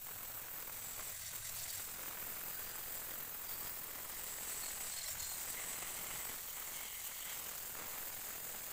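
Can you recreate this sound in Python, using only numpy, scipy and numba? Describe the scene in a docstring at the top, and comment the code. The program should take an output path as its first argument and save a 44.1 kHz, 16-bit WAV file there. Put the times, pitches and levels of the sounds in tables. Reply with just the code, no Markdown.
"""In a wood workshop, folded sandpaper is hand-held on a wooden bowl turning about 21 times a second.
Random grit ticks, filtered into rasp, scratch and hiss, beat twice a turn as end grain passes.
Narrow resonances make the bowl and paper ring; the pinched fold whistles, the edge scrapes and squeaks.
Faint sines at ratios of the spindle speed are the lathe hum; filtered noise is the bowl's rumble."""
import sys
import numpy as np
from scipy import signal
from scipy.fft import rfft, irfft, next_fast_len
from scipy.io import wavfile
from scipy.ndimage import uniform_filter1d
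from numba import njit

SR = 44100
rng = np.random.default_rng(int(sys.argv[2]) if len(sys.argv) > 2 else 0)


def persist_wave(psi):
    """Save psi, clipped to +-1, as 16-bit WAV."""
    counts = np.round(np.clip(psi, -1, 1) * 32767).astype(np.int16)
    wavfile.write(sys.argv[1], SR, np.atleast_2d(counts).T)


N = 384699
TIME = np.arange(N) / SR  # s

# the band in which each voice is levelled: name=(low [Hz], high [Hz])
BANDS = dict(rasp=(500, 1800), edge=(3300, 6300), fold=(7300, 8600), sheet=(9200, 12000),
         fine=(12800, 15400), rumble=(55, 180))


def undb(db):
    """Decibels to gain."""
    return 10 ** (np.asarray(db) / 20)


def curves(table):
    """Each column after time, joined by straight lines over the whole scene."""
    s, *columns = np.transpose(table)
    return [np.interp(TIME, s, column) for column in columns]


def walk(rate):
    """Random wander with unit spread, changing about rate times a second."""
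    step = max(int(SR / rate), 2)
    held = np.repeat(rng.standard_normal(N // step + 1), step)
    wander = uniform_filter1d(held, step)[:N]
    return wander / wander.std()


def bell(s, length):
    """A smooth swell to 1 and back, centred on s."""
    return np.exp(-(2 * (TIME - s) / length) ** 2)


def colour(x, points, band):
    """Causal minimum-phase filter through (Hz, dB) points, scaled to unit rms inside the band."""
    size = next_fast_len(N // 2 + 4096) * 2
    f = np.arange(size // 2 + 1) * SR / size
    hz, db = np.transpose(points)
    log_f = np.log(f + 1)
    # beyond the end points the response keeps falling
    beyond = np.maximum(np.log(hz[0]) - log_f, 0) + np.maximum(log_f - np.log(hz[-1]), 0)
    response_db = np.interp(log_f, np.log(hz), db) - 20 * beyond
    cepstrum = irfft(np.log(undb(response_db)))
    # keeping only the forward half of the cepstrum makes the filter causal
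    response = np.exp(rfft(2 * cepstrum[:size // 2], size))
    spectrum = rfft(x, size) * response
    inside = (f > band[0]) & (f < band[1])
    power = 2 * np.sum(np.abs(spectrum[inside]) ** 2) / size / N
    return irfft(spectrum)[:N] / np.sqrt(power)


@njit
def resonance(x, hz, width):
    """State-variable band-pass with a moving centre, gain 1 at the top."""
    y, band, low = np.empty(len(x)), 0., 0.
    for i in range(len(x)):
        g, damping = np.tan(np.pi * hz[i] / SR), width / hz[i]
        v = (band + g * (x[i] - low)) / (1 + g * (g + damping))
        band, low, y[i] = 2 * v - band, low + 2 * g * v, damping * v
    return y


def ring(drive, hz, width, waver_db=2.5, drift=0.011):
    """One narrow resonance at unit rms, its pitch and strength wavering with the fingers."""
    centre = hz * (1 + drift * walk(22)[:len(drive)])
    once = resonance(drive, centre, float(width))
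    y = resonance(once, centre, 0.84 * width)
    y = y * undb(waver_db * walk(50)[:len(drive)])
    return y / y.std()


def grit(per_second, spread_db):
    """Ticks of single grains catching the wood: many small, a few large."""
    hit = rng.random(N) < per_second / SR
    size = undb(spread_db * np.minimum(rng.standard_exponential(N), 5))
    ticks = hit * size * rng.choice([-1, 1], N)
    return ticks / ticks.std()


def bite(turns, chatter, grain_db, wobble_db, chatter_db, flutter):
    """Grit bites unevenly: end grain passes twice a turn, the bowl wobbles and the paper chatters."""
    end_grain_s = 0.02  # when the end grain first meets the paper
    angle = 2 * np.pi * (turns - np.interp(end_grain_s, TIME, turns))
    end_grain = np.cos(2 * angle) - .3 * np.cos(4 * angle)
    figure = 1 + .3 * walk(5)  # the strength of the grain beat wanders
    uneven = chatter + 0.53 * walk(130)  # each part of the contact also slips on its own
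    db = grain_db * end_grain * figure + wobble_db * np.cos(angle) + chatter_db * uneven
    buzz = np.sin(2 * np.pi * 172.27 * TIME)
    gain = undb(db) * (1 - flutter * buzz)  # a fast, even flutter
    return gain / np.sqrt(np.mean(gain ** 2))


def swells_and_dips():
    """The level swells or dips briefly along a bell; gives the dB on the hiss and on the rasp."""
    # brief swells (+) and dips (-) of hiss and rasp
    # (centre time [s], length [s], hiss change [dB], rasp change [dB])
    level_swells = [ (0, 0.086, -4.5, -10), (0.997, 0.02, 0.5, 9.5), (1.355, 0.066, -0.5, 6),
                    (1.413, .06, -2.5, -2.5), (1.53, .04, -1, 3), (1.666, 0.031, -2, 6),
                    (1.798, 0.011, 0, 6.5), (2.534, 0.054, -1, -3.5), (2.958, 0.09, 0.5, 1.5),
                    (3.383, .05, -1, -0.5), (3.516, 0.056, 3.5, 1), (3.65, 0.094, 3.3, 3.5),
                    (4.356, 0.078, -2, -2), (5.09, 0.045, 1, -1), (5.165, 0.055, -5.5, 3),
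                    (5.23, 0.057, 1, 2.5), (5.28, 0.049, -2.5, -4.5), (5.514, 0.029, 1.5, -3),
                    (6.597, 0.066, 0.5, 3.5), (6.755, .05, 2.2, 0.5), (6.912, 0.039, -2, -2),
                    (7.11, .06, -0.5, 6), (7.29, 0.083, 2, 1), ]
    hiss, rasp = np.zeros(N), np.zeros(N)
    for s, length, hiss_db, rasp_db in level_swells:
        swell = bell(s, length)
        hiss += hiss_db * swell
        rasp += rasp_db * swell
    return hiss, rasp


def stiffen(x, foot):
    """Near the thick foot the wall hardly flexes, so the band around 320 Hz sinks."""
    for _ in range(2):
        x = x - 0.55 * foot * resonance(x, np.full(N, 320.), 300.)
    return x


def lathe(turns, swell_db, foot, pressure):
    """Imbalance and motor hum; the drag of the paper makes the bowl rumble."""
    # lathe hum; the odd ratio is the belt-driven motor (multiple of spindle speed, level [dB])
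    hum_tones = [(1.001, -74.5), (2, -72.5), (3.31, -76.5)]
    # colour of the rumble (frequency [Hz], relative density [dB])
    rumble_colour = [(5, 17), (15, 4), (30, -2), (55, -4.5), (95, -2), (130, -2), (190, -5), (280, -19),
                     (600, -33.5)]
    # level of the bowl's low rumble before the swells (time [s], level [dB])
    rumble_level = [(0, -66), (.4, -70.5), (1.6, -67.5), (3.4, -67.5), (4.5, -69), (6.2, -65.5),
                    (6.45, -72), (7.2, -74), (7.85, -68), (8.72, -71)]
    hum = np.zeros(N)
    for multiple, db in hum_tones:
        level = np.sqrt(2) * undb(db + 0.88 * walk(3))  # the table gives rms
        hum += level * np.cos(2 * np.pi * multiple * turns)
    hum *= undb(.6 * pressure)  # a firmer grip loads the spindle
    drag = bite(turns, walk(40), grain_db=3.0, wobble_db=0.0, chatter_db=1.0, flutter=0)
    rumble = colour(rng.standard_normal(N) * drag, rumble_colour, BANDS["rumble"])
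    rumble_db = curves(rumble_level)[0] + 0.54 * swell_db  # follows the swells of the rasp
    return hum + stiffen(rumble, foot) * undb(rumble_db)


def sanding(turns, rasp_db, swell_db, foot, pressure):
    """Wood and paper together, hollowed by the hand and glancing off it, with the grip's resonances."""
    # the hollow of the hand swallows one band (time [s], centre [Hz], depth [0-1])
    hand_hollow = [(0, 5260, .55), (.6, 5100, .5), (1.5, 5230, .35), (2.2, 5500, 0.3), (3, 5560, .65),
                   (4.05, 5900, 0.4), (4.6, 5280, 0.3), (5.1, 6000, .45), (5.5, 5300, 0.4),
                   (6.8, 5200, 0.6), (7.2, 5170, .8), (7.35, 5300, 0.3), (8.2, 5750, .55),
                   (8.72, 5700, .65)]
    unsteady_db = swell_db + 0.14 * walk(22)  # the hand trembles a little
    chatter = 0.42 * walk(130)
    foot_grain_db = 2 * foot  # the end grain beats harder near the foot
    on_paper = bite(turns, chatter, grain_db=0.8 + foot_grain_db, wobble_db=-0.05,
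                    chatter_db=1.97, flutter=0.17)
    hiss = bowl_rasp(turns, chatter, rasp_db, foot, pressure)
    hiss = hiss + paper_hiss(turns, chatter, on_paper, unsteady_db, foot, foot_grain_db, pressure)
    hollow_hz, depth = curves(hand_hollow)
    hollow_hz = hollow_hz * (1 + 0.025 * walk(10))  # the fingers never hold quite still
    cupped = np.clip(depth + 0.097 * walk(8.2), 0, .9)  # the hollow opens and closes
    hiss = hiss - cupped * resonance(hiss, hollow_hz, 510.0)
    hiss = hiss + whistle(turns, chatter) + catches()
    ring_drive = grit(30000, 1.7) * on_paper * undb(unsteady_db)
    foot_gain = foot * undb(pressure)  # these modes ring harder under pressure
    return glance(hiss) + grip_rings(ring_drive, foot_gain, fade_s=0.051)


def bowl_rasp(turns, chatter, rasp_db, foot, pressure):
    """Coarse grains shake the wall of the bowl, brighter under a firm hand and thinner near the foot."""
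    # colour of the rasp (frequency [Hz], relative density [dB])
    rasp_colour = [(120, -8.5), (220, -4), (310, -4), (480, 0), (750, -0.5), (1500, -1), (2100, -2.5),
                   (2800, -7), (3600, -13), (5500, -31)]
    rough = bite(turns, chatter + 1.54 * walk(500), grain_db=2.0, wobble_db=0.43,
                 chatter_db=1.4, flutter=0.09)
    rasp = colour(grit(11000, 2.13) * rough, rasp_colour, BANDS["rasp"])
    rasp = rasp * undb(rasp_db - 1.5 * foot)  # stiff wood near the foot rasps less
    bright_gain = undb(0.46 * pressure * (1 - foot))
    rasp = rasp + (bright_gain - 1) * resonance(rasp, np.full(N, 2500.), 1500.)
    return stiffen(rasp, foot)


def paper_hiss(turns, chatter, on_paper, unsteady_db, foot, foot_grain_db, pressure):
    """Finer grains scratch and hiss in the paper; edge, fold and sheet grow with hand pressure."""
    # colours of the paper's contact, low to high (frequency [Hz], relative density [dB])
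    edge_colour = [(900, -14), (2000, -1), (3200, 1), (4700, 2.5), (6000, 3.5), (6800, 4), (7600, -6.5),
                   (9500, -29)]
    fold_colour = [(5500, -31.5), (6400, -12), (6900, -4.5), (7400, 1.5), (7900, 1.5), (8250, 1),
                   (8700, -2.5), (9300, -5), (11000, -37)]
    sheet_colour = [(5500, -22), (7500, -4), (9000, -3), (10000, 1), (11800, 0), (13000, -10), (16000, -12)]
    fine_colour = [(10000, -23.5), (12000, -13), (12700, -7.5), (13200, -4), (14200, -4.5), (14900, -3),
                   (15500, -2)]
    # level of the finest hiss before the swells (time [s], level [dB])
    fine_level = [(0, -50.5), (.65, -49.5), (.95, -51.5), (1.32, -52.5), (1.36, -46), (1.41, -51.5),
                  (1.9, -50.5), (2.15, -49), (3.7, -49.5), (4.85, -51), (5, -54.5), (5.08, -50),
                  (5.3, -49.5), (7.1, -51.3), (7.95, -50), (8.72, -50.5)]
    # near the foot the edge digs into the curve and judders
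    foot_db = 2 * foot + 1.5 * foot * walk(60)
    edge_db = -58 + 0.91 * pressure + 0.73 * unsteady_db + foot_db
    fold_db = -55.5 + 1.32 * pressure + unsteady_db + .5 * walk(45)
    sheet_db = -58 + 0.89 * pressure + unsteady_db
    fine_db = curves(fine_level)[0] + 0.5 * unsteady_db + 0.79 * walk(12)
    on_edge = bite(turns, chatter, grain_db=0.5, wobble_db=0.25, chatter_db=2.0, flutter=0.12)
    on_tips = bite(turns, chatter, grain_db=1.0 + foot_grain_db, wobble_db=0.0,
                   chatter_db=2.0, flutter=0.23)
    edge = colour(grit(30000, 1.5) * on_edge, edge_colour, BANDS["edge"]) * undb(edge_db)
    fold = colour(grit(30000, 0.83) * on_paper, fold_colour, BANDS["fold"]) * undb(fold_db)
    sheet = colour(grit(30000, 3.0) * on_paper, sheet_colour, BANDS["sheet"]) * undb(sheet_db)
    fine = colour(grit(30000, 0.62) * on_tips, fine_colour, BANDS["fine"]) * undb(fine_db)
    return edge + fold + sheet + fine


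def glance(x):
    """A weak reflection off the moving hand makes the colour of the hiss drift."""
    lag_s = 0.000903 * (1 + 0.195 * walk(1.5))
    return x + undb(-20) * np.interp(TIME - lag_s, TIME, x)


def whistle(turns, chatter):
    """The pinched fold sings in a full band of hiss, chopped by the end grain and the chatter."""
    # the whistle of the fold (time [s], centre [Hz], level [dB])
    fold_whistle = [(0, 7930, -61), (.78, 8200, -62), (.85, 7860, -52), (.97, 7800, -56), (1.11, 7800, -51),
                    (1.19, 8000, -69), (4.1, 8160, -68), (4.23, 7840, -54.5), (4.4, 7800, -55),
                    (4.5, 7980, -49), (4.7, 8100, -54), (4.76, 7900, -56), (4.9, 8000, -49.5),
                    (5.15, 8240, -62), (5.3, 8250, -51.5), (5.55, 8150, -58), (5.75, 8020, -50),
                    (6.05, 7850, -62), (6.26, 7950, -50), (6.36, 7950, -70)]
    hz, db = curves(fold_whistle)
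    chop = bite(turns, chatter, grain_db=1.5, wobble_db=0.5, chatter_db=1.5, flutter=0.094)
    return ring(grit(20000, 1.2) * chop, hz, 760, waver_db=1.5, drift=0.012) * undb(db)


def grip_rings(drive, foot_gain, fade_s):
    """Grit excites narrow resonances: one set near the foot, others for as long as a grip lasts."""
    # what rings when the paper works near the foot
    # (centre [Hz], width [Hz], level before the foot gain [dB])
    foot_modes = [(640, 170, -66.5), (1604, 110, -64), (2000, 290, -62), (3780, 410, -66), (4450, 520, -63),
                  (5560, 310, -67.5), (7200, 490, -70)]
    # resonances of paper and bowl that come and go with the grip
    # (start [s], end [s], centre [Hz], width [Hz], level [dB])
    grips = [ (0, 1.17, 108, 35, -70.5), (1.179, 1.82, 96, 38, -64.5), (2.0, 3.85, 14860, 820, -57),
             (2.45, 3.0, 4760, 400, -66), (2.535, 2.78, 1560, 320, -61), (3.44, 3.73, 4780, 320, -64),
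             (4.5, 4.71, 4340, 360, -61), (4.5, 5.5, 2160, 380, -72), (4.9, 5.1, 4220, 380, -64),
             (5.0, 5.13, 5490, 300, -59.5), (5.05, 5.3, 75, 25, -64), (5.124, 5.44, 6950, 900, -54),
             (5.19, 5.36, 4240, 240, -58.5), (5.541, 5.64, 2070, 300, -56), (5.567, 6.335, 2950, 900, -62),
             (5.667, 6.34, 2120, 340, -61), (6.425, 7.502, 3050, 750, -63), (6.443, 8.7, 6830, 780, -61.5),
             (6.52, 7.01, 2130, 190, -62), (6.728, 7.0, 3110, 380, -65), (7.1, 7.44, 2100, 420, -64),
             (7.18, 7.3, 3050, 600, -63), (7.25, 7.335, 2100, 2600, -53.5), (7.26, 7.43, 7650, 1100, -56), ]
    out = foot_gain * sum(undb(db) * ring(drive, hz, width) for hz, width, db in foot_modes)
    for start, end, hz, width, db in grips:
        held = np.clip(np.minimum(TIME - start, end - TIME) / fade_s + .5, 0, 1)
        on = held > 0
        out[on] += undb(db) * held[on] * ring(drive[on], hz, width)
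    return out


def catches():
    """Where the paper catches, it scrapes in a bright burst of grit or squeaks on a short note."""
    # the paper's edge catches in the curve of the foot and scrapes
    # (centre time [s], length [s], level [dB], extra level on the three low modes [dB])
    scrapes = [ (1.228, .025, -56, 4), (1.277, .022, -53, 4), (1.45, .016, -52, 2), (1.472, .016, -49, -2),
               (1.493, .02, -50, -1), (1.6, .04, -52, 4), (1.637, .018, -47, -1), (1.705, 0.031, -50, 4.5),
               (1.75, .016, -48, -3), (4.693, .025, -49, -2), (4.875, .012, -51, 1), (4.896, .012, -48, -1),
               (5.018, .012, -51, 2), (5.038, 0.015, -42, -6), (5.11, .03, -47, -4),
               (5.204, 0.013, -41, -7), (5.25, .022, -45, -3), ]
    # what a scrape rings with (centre [Hz], width [Hz], relative level [dB])
    scrape_modes = [(3750, 570, -10.5), (4500, 750, -6.5), (5670, 790, -7.5), (7300, 900, -1.5)]
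    # the paper sticks and squeaks
    # (centre time [s], length [s], pitch [Hz], glide [Hz per s], level [dB])
    squeaks = [ (4.64, .025, 4380, 0, -51), (4.927, .03, 4300, -1000, -57), (4.968, .014, 4280, 0, -56),
               (4.99, 0.019, 4310, 500, -44), (5.019, .018, 4220, -6000, -48),
               (5.065, .025, 4130, -1500, -57), (5.202, .025, 4300, 0, -55), (5.245, .03, 4260, -1000, -57),
               (5.31, .05, 4260, -500, -57.5), (6.782, .07, 2150, -300, -53),
               (6.968, .07, 2130, 298, -58.5), (7.13, .04, 2140, 0, -61), ]
    drive = grit(12000, 1.2)
    high, low = np.zeros(N), np.zeros(N)
    for s, length, db, coarse_db in scrapes:
        burst = undb(db) * bell(s, length)
        high += burst
        low += undb(coarse_db) * burst
    *low_modes, top_mode = [undb(db) * ring(drive, hz, width, waver_db=0.5)
                            for hz, width, db in scrape_modes]
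    out = low * sum(low_modes) + high * top_mode
    for s, length, hz, glide, db in squeaks:
        on = np.abs(TIME - s) < 2 * length
        pitch = hz + glide * (TIME[on] - s)
        squeak = ring(drive[on], pitch, 200, waver_db=3.5, drift=0.006)
        out[on] += undb(db) * bell(s, length)[on] * squeak
    return out


def scene():
    """Sanding and lathe share one spindle and one hand; both channels carry the same sound."""
    # lathe speed under the hand (time [s], speed [turns per s])
    spindle = [(0, 21.3), (1, 21.27), (1.7, 21.44), (2.5, 21.29), (3.4, 21.39), (4.2, 21.18), (5.3, 21.52),
               (6.3, 21.38), (8.7, 21.34)]
    # how firmly the hand holds the paper (time [s], pressure about the usual grip [dB])
    grip_pressure = [(0, -3.5), (.5, -4), (.85, -1), (1.25, 0.9), (1.68, 3), (1.95, -0.5), (2.5, -2),
                     (2.9, -0.5), (3.35, -2.5), (3.65, -1.5), (3.95, -2.5), (4.2, 0.5), (4.6, 3),
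                     (6.25, 1.5), (6.42, 0.2), (7.6, 0), (7.9, -0.5), (8.72, 0)]
    # nearness of the paper to the thick foot of the bowl (time [s], share [0-1])
    foot_nearness = [(1.11, 0.2), (1.16, 0.5), (1.23, 0.85), (1.31, 0.8), (1.345, 0.3), (1.385, 0),
                     (1.42, 0.8), (1.48, 0.8), (1.53, 0.28), (1.77, 0.6), (1.86, 0.1), (4.88, 0.01),
                     (4.98, 0.75), (5.1, 0.67), (5.26, 0.48), (5.38, 0.07), (6.3, 0.05), (6.42, .22),
                     (7.1, 0.28), (7.65, 0.12), (7.78, .02)]
    # level of the bowl's rasp before the swells (time [s], level [dB])
    rasp_level = [(0, -58), (1.12, -57.5), (1.16, -62.5), (1.26, -64), (1.5, -60), (1.75, -60.5),
                  (2.1, -55), (3.3, -57.5), (3.95, -57), (4.5, -56), (5, -58.5), (5.33, -57.5), (5.65, -54),
                  (6.3, -55.3), (6.42, -59.5), (6.75, -56.5), (7.15, -63), (7.28, -55), (7.68, -59.5),
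                  (7.74, -59), (7.79, -52.8), (8.1, -57), (8.72, -57.5)]
    turns = np.cumsum(curves(spindle)[0]) / SR
    pressure = curves(grip_pressure)[0]
    foot = np.clip(curves(foot_nearness)[0], 0, 1)
    hiss_swell_db, rasp_swell_db = swells_and_dips()
    rasp_db = curves(rasp_level)[0] + rasp_swell_db
    sound = lathe(turns, rasp_swell_db, foot, pressure)
    sound = sound + sanding(turns, rasp_db, hiss_swell_db, foot, pressure)
    return np.array([sound, sound])


def record(dry):
    """The recorder cuts the top steeply above 15560 Hz."""
    low_pass = signal.ellip(14, .1, 80, 15560, fs=SR, output="sos")
    return signal.sosfilt(low_pass, dry)


dry = scene()
out = record(dry)
persist_wave(out)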